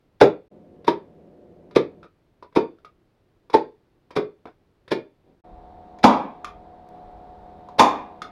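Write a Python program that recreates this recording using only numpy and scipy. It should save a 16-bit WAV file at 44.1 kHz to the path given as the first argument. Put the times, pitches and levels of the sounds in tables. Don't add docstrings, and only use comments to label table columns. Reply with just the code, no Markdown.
import sys
import numpy as np
from scipy import signal
from scipy.fft import rfft, irfft, next_fast_len
from scipy.io import wavfile
from scipy.ndimage import map_coordinates

SR = 44100
rng = np.random.default_rng(int(sys.argv[2]) if len(sys.argv) > 2 else 0)


def store_pcm(level_fs):
    pcm = np.round(np.clip(level_fs, -1, 1) * 32767).astype(np.int16)
    wavfile.write(sys.argv[1], SR, np.atleast_2d(pcm).T)


N = 366471
T = np.arange(int(.55 * SR)) / SR
CLOSED_FROM_S = 5.44


def amp(db):
    return 10 ** (np.asarray(db) / 20)


def unit(x):
    return x / np.sqrt(np.mean(x ** 2) + 1e-20)


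def along(points, hz):
    f, value = np.transpose(points)
    return np.interp(np.log(hz + 1), np.log(f + 1), value)


def filtered(x, gain):
    n = x.shape[-1]
    padded = next_fast_len(n + 8192)
    hz = np.fft.rfftfreq(padded, 1 / SR)
    return irfft(rfft(x, padded) * gain(hz), padded)[..., :n]


def noise(spectrum, size):
    return unit(filtered(rng.standard_normal(size), lambda hz: amp(along(spectrum, hz))))


def wobble(rate):
    knots = rng.standard_normal(int(N * rate / SR) + 4)
    return map_coordinates(knots, [np.arange(N) * rate / SR])


def ring(modes, pitch=1, damping=1):
    total = np.zeros(len(T))
    for k, (hz, db, t60) in enumerate(modes):
        decay = amp(db - 60 * T * damping / t60)
        total += (-1) ** k * decay * np.sin(2 * np.pi * hz * pitch * T)
    return total


def burst(spectrum, attack, t60):
    envelope = (1 - np.exp(-T / attack)) * amp(-60 * T / t60)
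    return unit(noise(spectrum, len(T)) * envelope) * np.sqrt(np.mean(envelope ** 2))


def delayed(x, lag):
    return np.interp(T - lag, T, x, left=0)


def add(track, s, sound):
    start = round(s * SR)
    track[..., start:start + len(T)] += sound[..., :N - start]


def stretch(start, end):
    t = np.arange(N) / SR
    return np.clip(np.minimum(t - start, end - t) / 0.0079, 0, 1)


def hum(tones, waver):
    t = np.arange(N) / SR
    drift = wobble(20)
    total = np.zeros(N)
    for hz, db in tones:
        phase = 2 * np.pi * (hz * t + rng.random()) + waver * hz * drift
        total += amp(db) * np.sqrt(2) * np.sin(phase)
    return total


# (start t/s, end t/s); the motor runs on past the end
FAN_SPAN, STILL_SPAN, MOTOR_SPAN = (.51, 2.075), (2.072, 5.412), (5.438, 9)

# (f/Hz, relative level/dB per Hz)
STILL_SPECTRUM = [(12, -32), (20, 1.5), (65, -5.5), (95, -2), (113, -4), (153, -5), (247, -9.5),
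                  (345, -5.5), (524, -14), (1020, -21.5), (2880, -31), (4200, -33.5), (7000, -44.5),
                  (15800, -47)]


def still_air():
    heard = stretch(-1, FAN_SPAN[0]) + stretch(*STILL_SPAN)
    return amp(-63.5) * noise(STILL_SPECTRUM, N) * heard


# (f/Hz, relative level/dB per Hz)
FAN_SPECTRUM = [(12, -45), (20, -8), (44, -13.5), (81, -3), (133, -9), (167, -4), (345, -3), (603, -6),
                (740, -22.5), (850, -20), (1280, -30), (4000, -42), (7000, -52.5), (15800, -57.5)]
# (f/Hz, rms level/dB)
FAN_TONES = [(166.9, -62.5), (204.6, -62.5), (355.3, -63), (602.9, -75), (721.4, -67)]


def fan():
    rush = amp(-51.0) * noise(FAN_SPECTRUM, N)
    return (rush + hum(FAN_TONES, waver=0.0015)) * stretch(*FAN_SPAN)


# (f/Hz, relative level/dB per Hz)
MOTOR_SPECTRUM = [(12, -51.5), (20, -0.5), (55, -13), (167, -10), (292, -8.5), (375, -12.5), (408, -9),
                  (443, -12), (620, -9.5), (733, -5.5), (810, -7), (1250, -21.5), (2900, -37.5),
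                  (3700, -34.5), (5200, -45), (6500, -51.5), (15800, -60.5)]
# (f/Hz, rms level/dB before the swell)
MOTOR_TONES = [(82.6, -62.5), (166.9, -61.5), (204.6, -61), (328.4, -59.5), (414.5, -60), (495.3, -60.5),
               (576, -62), (662.1, -58), (726.7, -48), (823.6, -68), (909.8, -62)]
# (t/s, level/dB)
MOTOR_SWELL = [(5.44, -2.5), (6.0, -1.5), (6.6, -2), (6.85, -2.5), (6.95, 0), (8.31, -1)]


def motor():
    swell = amp(np.interp(np.arange(N) / SR, *np.transpose(MOTOR_SWELL)))
    drone = amp(-49.5) * noise(MOTOR_SPECTRUM, N) + hum(MOTOR_TONES, waver=0.00055)
    return swell * drone * stretch(*MOTOR_SPAN)


# (t/s, level/dB)
NUDGES = [(5.469, -43.5), (6.439, -47), (7.02, -48), (7.26, -54.5), (7.78, -53)]
NUDGE_RISE_S, NUDGE_T60_S = 0.035, 1.7


def handling():
    rumble = [(15, -12), (45, -2.0), (90, -9), (200, -47), (600, -104)]  # (f/Hz, relative level/dB per Hz)
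    starts, levels_db = np.transpose(NUDGES)
    age = np.maximum(np.arange(N) / SR - starts[:, None], 0)
    swells = (1 - np.exp(-age / NUDGE_RISE_S)) * amp(-60 * age / NUDGE_T60_S)
    return amp(levels_db) @ swells * noise(rumble, N) * stretch(*MOTOR_SPAN)


def sleeve():
    cloth = [(80, -7.5), (300, 6.5), (700, -1.0), (1400, -26.0), (4000, -29), (12000, -72)]
    swell = np.exp(-((np.arange(N) / SR - 5.3) / 0.05) ** 2)
    return amp(-57.0) * swell * noise(cloth, N)


def dry_tick():
    track = np.zeros(N)
    bright = [(300, -12), (1500, 0), (5000, -0.5), (15000, -10.5)]
    add(track, 6.889, amp(-49.5) * burst(bright, attack=0.00022, t60=.005))
    return track


def background():
    return still_air() + fan() + motor() + handling() + sleeve() + dry_tick()


# (f/Hz, t60/s before the length factor)
SHOP_DECAY = [(100, 0.29), (400, 0.29), (900, 0.26), (2500, 0.27), (5000, 0.19), (9000, 0.15),
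              (15000, 0.18)]


def shop(x, length, build):
    hz, t, z = signal.stft(rng.standard_normal(len(T)), SR, nperseg=256)
    t60 = length * along(SHOP_DECAY, hz)[:, None]
    tail = signal.istft(z * amp(-60 * t / t60), SR, nperseg=256)[1][:len(T)]
    tail = tail * (1 - np.exp(-(T / build) ** 2))
    return signal.fftconvolve(x, tail / np.linalg.norm(tail))[:len(T)]


# (f/Hz, relative level/dB per Hz; for the spring's modes, level/dB)
STEEL_SPECTRUM = [(300, -20), (1200, -1), (2400, 2.5), (2950, -8), (3550, 3), (4200, -4.5), (5200, -4),
                  (6100, -16), (7100, -23.5), (8000, -24.5), (9700, -22.5), (12000, -30), (15500, -35)]
# (f/Hz, relative level/dB, t60/s)
HOUSING_MODES = [(2068, -15.5, .1), (2270, -17.5, .1), (2426, -16.5, 0.21), (2717, -22.5, .1),
                 (3490, -21.5, 0.16), (3520, -27.5, 0.35), (3700, -24.5, 0.1), (3900, -25.5, .11),
                 (4350, -37, 0.37), (4700, -20, 0.23), (4700, -25, 0.16), (5380, -28, .14),
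                 (5860, -31, .13), (6200, -27.5, .13)]


def gun_ring(spring_db, housing_db, t60, count=40):
    draw = rng.random((count, 2))
    hz = 2500 + 12000 * (np.arange(count) + draw[:, 0]) / count
    level_db = along(STEEL_SPECTRUM, hz) + 10 * (draw[:, 1] - .5)
    spring = ring([(f, db, t60) for f, db in zip(hz, level_db)])
    return amp(spring_db) * spring + amp(housing_db) * ring(HOUSING_MODES)


def steel(metal, attack, t60, rebound_db, buzz_db):
    snap = burst(STEEL_SPECTRUM, attack, t60)
    rebound = amp(rebound_db) * delayed(burst(STEEL_SPECTRUM, attack, t60), lag=.007)
    buzz = amp(buzz_db) * burst(STEEL_SPECTRUM, attack=0.001, t60=0.094)
    return snap + rebound + buzz + metal * (1 - np.exp(-T / attack))


# (multiple of the knock pitch, relative level/dB, t60/s before damping)
STAVE_MODES = [(.36, -22.5, 0.086), (.6, -15.5, 0.076), (.82, -3.5, 0.061), (1, -1.5, .06),
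               (1.16, -5, 0.081), (1.4, -8, 0.029)]
# (multiple of its pitch, relative level/dB, t60/s before damping)
PLANK_MODES = [(.88, -8.5, 0.017), (1, 1, 0.059), (1.18, -6, 0.026), (1.45, -17, .03)]
# (f/Hz, relative level/dB per Hz)
WOOD_SPECTRUM = [(25, -32), (70, -15.5), (140, -3.5), (270, -3.5), (600, 4.5), (1100, -3), (1500, -7.5),
                 (2400, -17), (3200, -25), (8000, -53.5)]
# (f/Hz, relative level/dB per Hz)
ZING_SPECTRUM = [(2500, -36), (5000, -1), (6400, 3.5), (7200, 2.5), (8000, -15.5), (9700, -7), (12000, -21),
                 (15500, -22.5)]
BARREL_KNOCK_DB = -6


def contact(metal, ring_hz, ring_db, knock_db, steel_db, closed):
    knock = amp(knock_db + BARREL_KNOCK_DB * closed)
    plank = amp(ring_db) * ring(PLANK_MODES, ring_hz, damping=1.5)
    body = plank + amp(-4.5) * knock * ring(STAVE_MODES, 430, damping=1.1)
    clatter = amp(-4) * knock * burst(WOOD_SPECTRUM, attack=0.00057, t60=0.037)
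    wood = body * (1 - np.exp(-T / 0.0007)) + clatter
    tick = steel(amp(-7.5) * metal, attack=0.0016, t60=0.038, rebound_db=-7.5, buzz_db=-14.5)
    twang = amp(-9) * burst(ZING_SPECTRUM, attack=.001, t60=.03) * closed
    direct = wood + amp(steel_db - 1.0) * delayed(tick + twang, lag=0.0005)
    return direct + amp(-7.5) * shop(direct, .95 if closed else .48, build=0.014)


# (t/s, level/dB, hardness/dB: more steel and less plank)
CATCH_TICKS = [(0.8448, -44, 0.5), (1.7094, -47.5, -3), (2.4247, -41, -8), (2.525, -55, -5),
               (3.4983, -39, -2), (4.1060, -42.5, -0.5), (4.878, -43.5, 2), (5.9860, -48, 1),
               (7.6860, -42, -9.5)]
CATCH_HZ, CATCH_KNOCK_DB = 990, 5


def catch_ticks(metal):
    track = np.zeros(N)
    for s, db, hard_db in CATCH_TICKS:
        tick = contact(metal, CATCH_HZ, -hard_db, CATCH_KNOCK_DB, hard_db, s > CLOSED_FROM_S)
        add(track, s, amp(db) * tick)
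    return track


# (t/s, level/dB, plank ring f/Hz, lift of the knock on the wood/dB)
LEVER_CLACKS = [(2.0287, -40.5, 1340, -2), (2.041, -44.5, 1270, -3), (2.785, -56, 1340, 1),
                (2.8468, -36, 1250, -8), (4.4548, -42, 1058, 14), (4.470, -46, 1560, 2),
                (4.490, -53, 1480, 3.5), (6.4445, -22, 1195, -18), (8.218, -22, 1255, -5.5)]
CLACK_HARDNESS_DB = -9


def lever_clacks(metal):
    track = np.zeros(N)
    for s, db, ring_hz, knock_db in LEVER_CLACKS:
        clack = contact(metal, ring_hz, 0, knock_db, CLACK_HARDNESS_DB, s > CLOSED_FROM_S)
        add(track, s, amp(db) * clack)
    return track


SLIP_S, SLIP_T60_S = .011, .04
SLIP_DB = -17


def slip():
    envelope = np.minimum(T / SLIP_S, 1) * amp(-60 * np.maximum(T - SLIP_S, 0) / SLIP_T60_S)
    return envelope * (noise(STEEL_SPECTRUM, len(T)) + amp(2.5) * noise(WOOD_SPECTRUM, len(T)))


# (hollow ring relative to the wood/dB, stave damping, room level/dB, room t60 factor)
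ON_SHELL, ON_BARREL = (-1, 1.35, -9, 0.867), (0.5, 1.26, -7, 1.73)
# (f/Hz, relative level/dB per Hz)
SHELL_SPECTRUM = [(80, -34), (135, -9), (200, -12), (320, -3.5), (420, 3), (520, -4), (650, -16.5),
                  (780, -25.5), (1500, -40.5), (4000, -82)]
# (f/Hz, relative level/dB per Hz)
BARREL_SPECTRUM = [(120, -42), (250, -3), (370, -12), (520, -4), (700, -6), (820, 2), (1020, 1), (1230, -5),
                   (1500, -36), (2400, -29), (3000, -33.5), (8000, -77.5)]
# (f/Hz, relative level/dB, t60/s)
BENCH_MODES = [(86.5, -12.5, 0.037), (138, -0.5, 0.047), (187, 0.5, 0.034), (245, -4, 0.016)]
FIRM_RISE_S = .001
THUMP_DB, THUMP_DB_PER_DOUBLING = -11, -8
KNOCK_LAG_PER_RISE = 1.1


def staves(rise, wood_db, knock_hz, knock_db, plank_hz, plank_db, closed):
    hollow_db, damping = (ON_BARREL if closed else ON_SHELL)[:2]
    thump_db = THUMP_DB + THUMP_DB_PER_DOUBLING * np.log2(rise / FIRM_RISE_S)
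    knock = amp(knock_db) * ring(STAVE_MODES, knock_hz, damping) + amp(thump_db) * ring(BENCH_MODES)
    plank = amp(plank_db) * ring(PLANK_MODES, plank_hz) * (1 - np.exp(-T / rise))
    if closed:
        hollow = burst(BARREL_SPECTRUM, attack=0.0045, t60=0.27)
    else:
        hollow = burst(SHELL_SPECTRUM, attack=0.00082, t60=.2)
    clatter = burst(WOOD_SPECTRUM, attack=rise + 0.00043, t60=0.084)
    wood = amp(wood_db) * (clatter + amp(hollow_db) * hollow)
    return delayed(knock, KNOCK_LAG_PER_RISE * rise) + plank + wood


CRACK_TILT_DB_PER_OCTAVE = -1.5
ZING_DB, ZING_GROWS, ZING_T60_S = -12, 2.4, .14


def striker(metal, rise, steel_db):
    def tilt(hz):
        return amp(CRACK_TILT_DB_PER_OCTAVE * np.log2(np.maximum(hz, 1000) / 3000))
    crack = amp(steel_db) * steel(metal, rise, t60=0.035, rebound_db=-7.5, buzz_db=-11.0)
    zing = amp(ZING_DB + ZING_GROWS * steel_db) * burst(ZING_SPECTRUM, attack=rise, t60=ZING_T60_S)
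    return filtered(crack, tilt) + zing


# (t/s, rise/s: long where the stave gives way, wood level/dB, steel level/dB,
#         knock f/Hz, knock level/dB, plank f/Hz, plank level/dB)
SHOTS = [(0.2120, .0015, -5, -11.5, 488, 5.5, 1347, -10.5),
         (0.8785, .0013, -15, -20, 364.6, -4.5, 933, -5.5), (1.7605, .001, -15.5, -18, 402.6, 2, 1186, -24),
         (2.5610, 0.0049, -13, -19, 324.5, -1, 931.5, -10), (3.5400, .0052, -16, -17, 416, 0, 885.5, 1.5),
         (4.1635, .0035, -15.5, -21, 414, -7.5, 961, -16),
         (4.9165, 0.00279, -18, -18.5, 393, -9, 895, -15.5), (6.0401, .0012, -6.5, -8, 270.7, 2.5, 842, 0),
         (7.7935, .0025, -5, -5.5, 296.6, -13, 846, 1.5)]
# (f/Hz, side level/dB before the overall side level)
SIDE_SPECTRUM = [(200, -50), (1000, -44.5), (2500, -22.5), (4500, -15), (8000, -1), (14000, 1.5)]
SIDE_DB = -7


def shots(metal):
    track = np.zeros((2, N))
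    for s, rise, wood_db, steel_db, knock_hz, knock_db, plank_hz, plank_db in SHOTS:
        closed = s > CLOSED_FROM_S
        room_db, length = (ON_BARREL if closed else ON_SHELL)[2:]
        add(track, s - SLIP_S, amp(steel_db + SLIP_DB) * slip())
        wood = staves(rise, wood_db, knock_hz, knock_db, plank_hz, plank_db, closed)
        direct = wood + striker(metal, rise, steel_db)
        mid = direct + amp(room_db) * shop(direct, length, build=0.0069)
        spread = shop(direct, .5, build=.001)
        side = amp(SIDE_DB) * filtered(spread, lambda hz: amp(along(SIDE_SPECTRUM, hz)))
        add(track, s, np.array([mid + side, mid - side]))
    return track


PAUSE = (.477, .51)  # (start t/s, end t/s)


def scene():
    metal = gun_ring(spring_db=-20.5, housing_db=-8, t60=0.036)
    gun = catch_ticks(metal) + lever_clacks(metal) + shots(metal)
    return (background() + gun) * (1 - stretch(*PAUSE))


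CEILING, BASS_HZ, TOP_HZ = .92, 28, 15850


def record(dry):
    clipped = dry / (1 + np.abs(dry / CEILING) ** 6) ** (1 / 6)
    return filtered(clipped, lambda hz: 1j * hz / (BASS_HZ + 1j * hz) * (hz < TOP_HZ))


dry = scene()
out = record(dry)
store_pcm(out)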